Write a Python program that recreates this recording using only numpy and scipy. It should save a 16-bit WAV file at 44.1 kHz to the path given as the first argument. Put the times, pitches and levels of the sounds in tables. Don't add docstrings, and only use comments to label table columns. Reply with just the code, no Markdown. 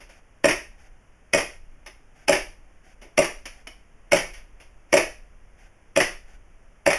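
import sys
import numpy as np
from scipy import signal
from scipy.fft import rfft, irfft, next_fast_len
from scipy.io import wavfile

SR = 44100
rng = np.random.default_rng(int(sys.argv[2]) if len(sys.argv) > 2 else 0)


def pcm_store(signal):
    levels = np.round(np.clip(np.atleast_2d(signal), -1, 1) * 32767)
    wavfile.write(sys.argv[1], SR, levels.astype(np.int16).T)


N = 307818
SIZE = 32768
T = np.arange(SIZE) / SR
HZ = np.fft.rfftfreq(SIZE, 1 / SR)


def amp(db):
    return 10 ** (np.asarray(db) / 20)


def fade(t60):
    return np.exp(-np.log(1000) * T / t60)


def along(points, hz):
    freqs, values = np.transpose(points)
    return np.interp(np.log(hz + 1), np.log(freqs), values)


def add(track, start_s, sound):
    start = max(round(start_s * SR), 0)
    part = sound[:max(N - start, 0)]
    track[start:start + len(part)] += part


def noise(spectrum):
    colour = amp(along(spectrum, np.fft.rfftfreq(N, 1 / SR)))
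    steady = irfft(rfft(rng.standard_normal(N)) * colour, N)
    return steady / steady.std()


def burst(spectrum, t60, rise_s, knock_db=0):
    colour = amp(along(spectrum, HZ))
    colour *= amp(knock_db / (1 + (HZ / 900) ** 4)) / np.sqrt(np.mean(colour ** 2))
    cepstrum = irfft(np.log(colour))
    cepstrum[1:SIZE // 2] *= 2
    cepstrum[SIZE // 2 + 1:] = 0
    puff = rng.standard_normal(SIZE) * fade(t60) * (1 - np.exp(-T / rise_s))
    puff *= np.sqrt(SR / 1000) / np.linalg.norm(puff)
    return irfft(rfft(puff) * np.exp(rfft(cepstrum)))


def ring(modes, rise_s):
    tones = sum(amp(db + rng.normal()) * np.sin(2 * np.pi * hz * T) * fade(t60) for hz, db, t60 in modes)
    return tones * (1 - np.exp(-T / rise_s))


# frequency_hz, level_db
AIR_SPECTRUM = [(30, 0), (60, -8), (130, -16), (400, -22), (600, -21), (1100, -27), (2000, -31),
                (3000, -36), (4200, -46), (6000, -42), (10500, -46), (12800, -57)]

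def room_air():
    return amp(-54.5) * noise(AIR_SPECTRUM)


def rumble():
    rest_db, swell_db = -56, -44
    attack_s, hold_s, fall_db_per_s = .012, .18, 22
    power = np.full(N, amp(rest_db) ** 2)
    for start_s, *_ in TRIGGER_PULLS:
        age = np.maximum(np.arange(N) / SR - start_s, 0)
        fall_db = fall_db_per_s * np.maximum(age - hold_s, 0)
        power += (np.minimum(age / attack_s, 1) * amp(swell_db - fall_db)) ** 2
    return np.sqrt(power) * noise([(8, -5), (22, -.5), (36, -4), (60, -16.5), (120, -43), (400, -68.5)])


# frequency_hz, level_db
SWISH_SPECTRUM = [(200, -13), (550, -10.5), (760, 2.5), (1000, -17.5), (1300, -11.5), (1520, -3.5),
                  (1700, -10), (1900, -7), (3100, -13.5), (4300, -17), (5500, -16.5), (13000, -27.5)]

def swish():
    first_s, period_s, length_s, edge_s = .085, .6856, .125, .027
    age = (np.arange(N) / SR - first_s) % period_s
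    envelope = np.clip(np.minimum(age, length_s - age) / edge_s, 0, 1)
    return amp(-61) * envelope * noise(SWISH_SPECTRUM)


# delay_s, relative_gain
WALL_ECHOES = [(.0033, .75), (.0108, .45), (.014, .48), (.0173, .36), (.0269, .3)]
# frequency_hz, t60_s
ROOM_DECAY = [(150, 0.26), (350, .28), (600, 0.3), (1000, 0.29), (2200, 0.33), (6000, 0.34), (12000, 0.33)]

def in_room(sound, walls, wet_db, build_s):
    hz, t, bands = signal.stft(rng.standard_normal(SIZE), SR, nperseg=256)
    decay = np.exp(-np.log(1000) * t / along(ROOM_DECAY, hz)[:, None])
    tail = signal.istft(bands * decay, SR, nperseg=256)[1][:SIZE]
    tail *= 1 - np.exp(-T / build_s)
    diffuse = amp(wet_db) * rfft(tail) / np.linalg.norm(tail)
    echoes = sum(gain * np.exp(-2j * np.pi * HZ * delay_s) for delay_s, gain in WALL_ECHOES)
    echoes /= np.sqrt(1 + (HZ / 2500) ** 2)
    heard = irfft(rfft(sound) * (1 + walls * echoes + diffuse))
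    return heard * np.minimum(1, 10 * (T[-1] - T))


# pitch_hz, level_db, t60_s
FRAME_MODES = [(828, -3.5, 0.048), (1890, -7.5, 0.066), (2212, -4.5, 0.061), (2492, 0, 0.042),
               (2700, -11.5, 0.024), (5520, -8.5, 0.021), (5770, -11.5, 0.084), (10550, -11, .015)]

def blows(rows, spectrum, t60, rise_s, ring_db, walls, wet_db):
    track = np.zeros(N)
    for start_s, level_db, knock_db in rows:
        hit = burst(spectrum, t60, rise_s, knock_db) + amp(ring_db) * ring(FRAME_MODES, rise_s=.0002)
        add(track, start_s, amp(level_db) * in_room(hit, walls, wet_db, build_s=.0041))
    return track


# frequency_hz, level_db
TICK_SPECTRUM = [(40, -29.5), (150, -16), (400, -8), (640, -5.5), (1100, -10.5), (1600, -12), (2200, -5),
                 (3300, -11), (5700, -13.5), (7500, -24.5), (10400, -19.5), (12800, -24)]
# start_s, level_db, knock_db
HAND_SHIFTS = [(0.0024, -37, 5.5), (0.0895, -40.5, 6.5), (3.0135, -37, 8.5), (3.0383, -55, 27),
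               (4.3326, -32.5, -9), (4.3716, -41, 5), (4.5985, -38.5, 3.5)]

def handling():
    return blows(HAND_SHIFTS, TICK_SPECTRUM, t60=.19, rise_s=.0051, ring_db=-34, walls=.27, wet_db=-7)


# start_s, relative_level_db, knock_db
LIGHT_TAPS = [(1.8612, -31.5, -4), (1.8717, -34.5, 8), (3.4547, -25, -1), (3.4627, -29.5, 0),
              (3.6699, -28.5, 3.5)]

def taps():
    ticks = blows(LIGHT_TAPS, TICK_SPECTRUM, t60=.053, rise_s=.0018, ring_db=-45, walls=.44, wet_db=-4)
    return amp(-1.5) * ticks


def swell_into_crack():
    track = np.zeros(N)
    for start_s, hammer_db, *_ in TRIGGER_PULLS:
        tick = burst(TICK_SPECTRUM, t60=.013, rise_s=.0001, knock_db=-4)
        rush = tick[:SIZE // 20][::-1]
        add(track, start_s - len(rush) / SR, amp(hammer_db - 16) * rush)
    return track


# frequency_hz, level_db
CLACK_SPECTRUM = [(40, -42.5), (110, -20), (240, -19), (340, -4), (450, -11.5), (580, -6), (1100, -15),
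                  (1500, -18.5), (1950, -12), (2550, -15.5), (3300, -22.5), (5600, -22.5), (7000, -30.5),
                  (10400, -27.5), (12800, -35.5)]

def slide():
    stop_s, rebound_s, close_s = .0395, .047, .066
    hits = []  # start_s, relative_level_db, knock_db
    for start_s, *_, stop_db, close_db in TRIGGER_PULLS:
        hits += [(start_s + stop_s, stop_db, 0),
                 (start_s + rebound_s, stop_db - 2.5, 3),
                 (start_s + close_s, close_db, -5.5)]
    clacks = blows(hits, CLACK_SPECTRUM, t60=.071, rise_s=.001, ring_db=-24.5, walls=.14, wet_db=-2)
    return amp(-2) * clacks


# pitch_hz, level_db, t60_s
POP_MODES = [(168, -13, 0.1), (319, -12.5, 0.028), (389.3, -18.5, 0.2), (486, -22.5, 0.18),
             (575, 3.5, 0.023), (773.3, -22, 0.019), (1150, -20.5, 0.023)]
# frequency_hz, level_db
JET_SPECTRUM = [(200, -9), (1000, -12), (1600, -11.5), (2300, -3.5), (3400, -9), (5600, -10), (7000, -23),
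                (10400, -16), (12800, -16)]
# pitch_hz, level_db, t60_s
PORT_MODES = [(7400, -18, 0.029), (7443, -15.5, 0.068), (8500, -23, 0.069), (8540, -22, 0.11)]

def gas():
    delay_s = .0108
    track = np.zeros(N)
    low_cut = signal.butter(2, 150, "highpass", fs=SR, output="sos")
    for start_s, _, _, gas_db, hiss_db, *_ in TRIGGER_PULLS:
        pop = signal.sosfilt(low_cut, -amp(3.5) * ring(POP_MODES, rise_s=.00084))
        pop = in_room(pop, walls=1, wet_db=-12, build_s=.03)
        hiss = amp(hiss_db + 5.5) * burst(JET_SPECTRUM, t60=.037, rise_s=.00046)
        hiss = in_room(hiss, walls=.53, wet_db=-3.5, build_s=.011)
        whistle = in_room(ring(PORT_MODES, rise_s=.00053), walls=2, wet_db=-13, build_s=.006)
        add(track, start_s + delay_s, amp(gas_db) * (pop + hiss + whistle))
    return track


# frequency_hz, level_db
CRACK_SPECTRUM = [(40, -33.5), (110, -20.5), (200, -14), (330, -2.5), (450, -8.5), (580, 3.5), (750, -8),
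                  (1400, -10.5), (2450, -8.5), (3300, -17), (5600, -17.5), (7000, -29.5), (10400, -21.5),
                  (12800, -33)]
# start_s, hammer_db, hammer_knock_db, gas_db, hiss_db, slide_stop_db, slide_close_db
TRIGGER_PULLS = [(0.4434, -8, 11.5, -9.5, -12.5, -9, -11), (1.335, -5.5, 2.5, -9.5, -16.5, -12, -16),
                 (2.2827, -5, -2, -8, -13.5, -8, -14.5), (3.1778, -6, 4.5, -8, -14.5, -17, -13),
                 (4.12, -5.5, 3.5, -8, -10.5, -11, -15), (4.9284, -7.5, 7, -7, -13, -6.5, -18.5),
                 (5.9621, -9, 4.5, -8.5, -12, -7, -16.5), (6.8634, -6.5, 4.5, -10.5, -17, -11.5, -10)]

def hammer():
    hits = [pull[:3] for pull in TRIGGER_PULLS]
    cracks = blows(hits, CRACK_SPECTRUM, t60=.019, rise_s=.0016, ring_db=-11, walls=.14, wet_db=-1)
    return amp(-3.5) * cracks


def scene():
    foreground = hammer() + slide() + taps() + handling() + swell_into_crack() + gas()
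    return (foreground + room_air() + rumble() + swish())[None]


def record(dry):
    notch_spacing_hz, top_hz = 4020, 12950
    size = next_fast_len(N + SR)
    hz = np.fft.rfftfreq(size, 1 / SR)
    depth = along([(800, 0), (3000, .96), (8000, .71), (12000, .85)], hz)
    comb = 1 - depth * np.exp(-2j * np.pi * hz / notch_spacing_hz)
    high_cut = 1 / np.sqrt(1 + (hz / top_hz) ** 400)
    return irfft(rfft(dry, size) * comb * high_cut, size)[:, :N]


dry = scene()
out = record(dry)
pcm_store(out)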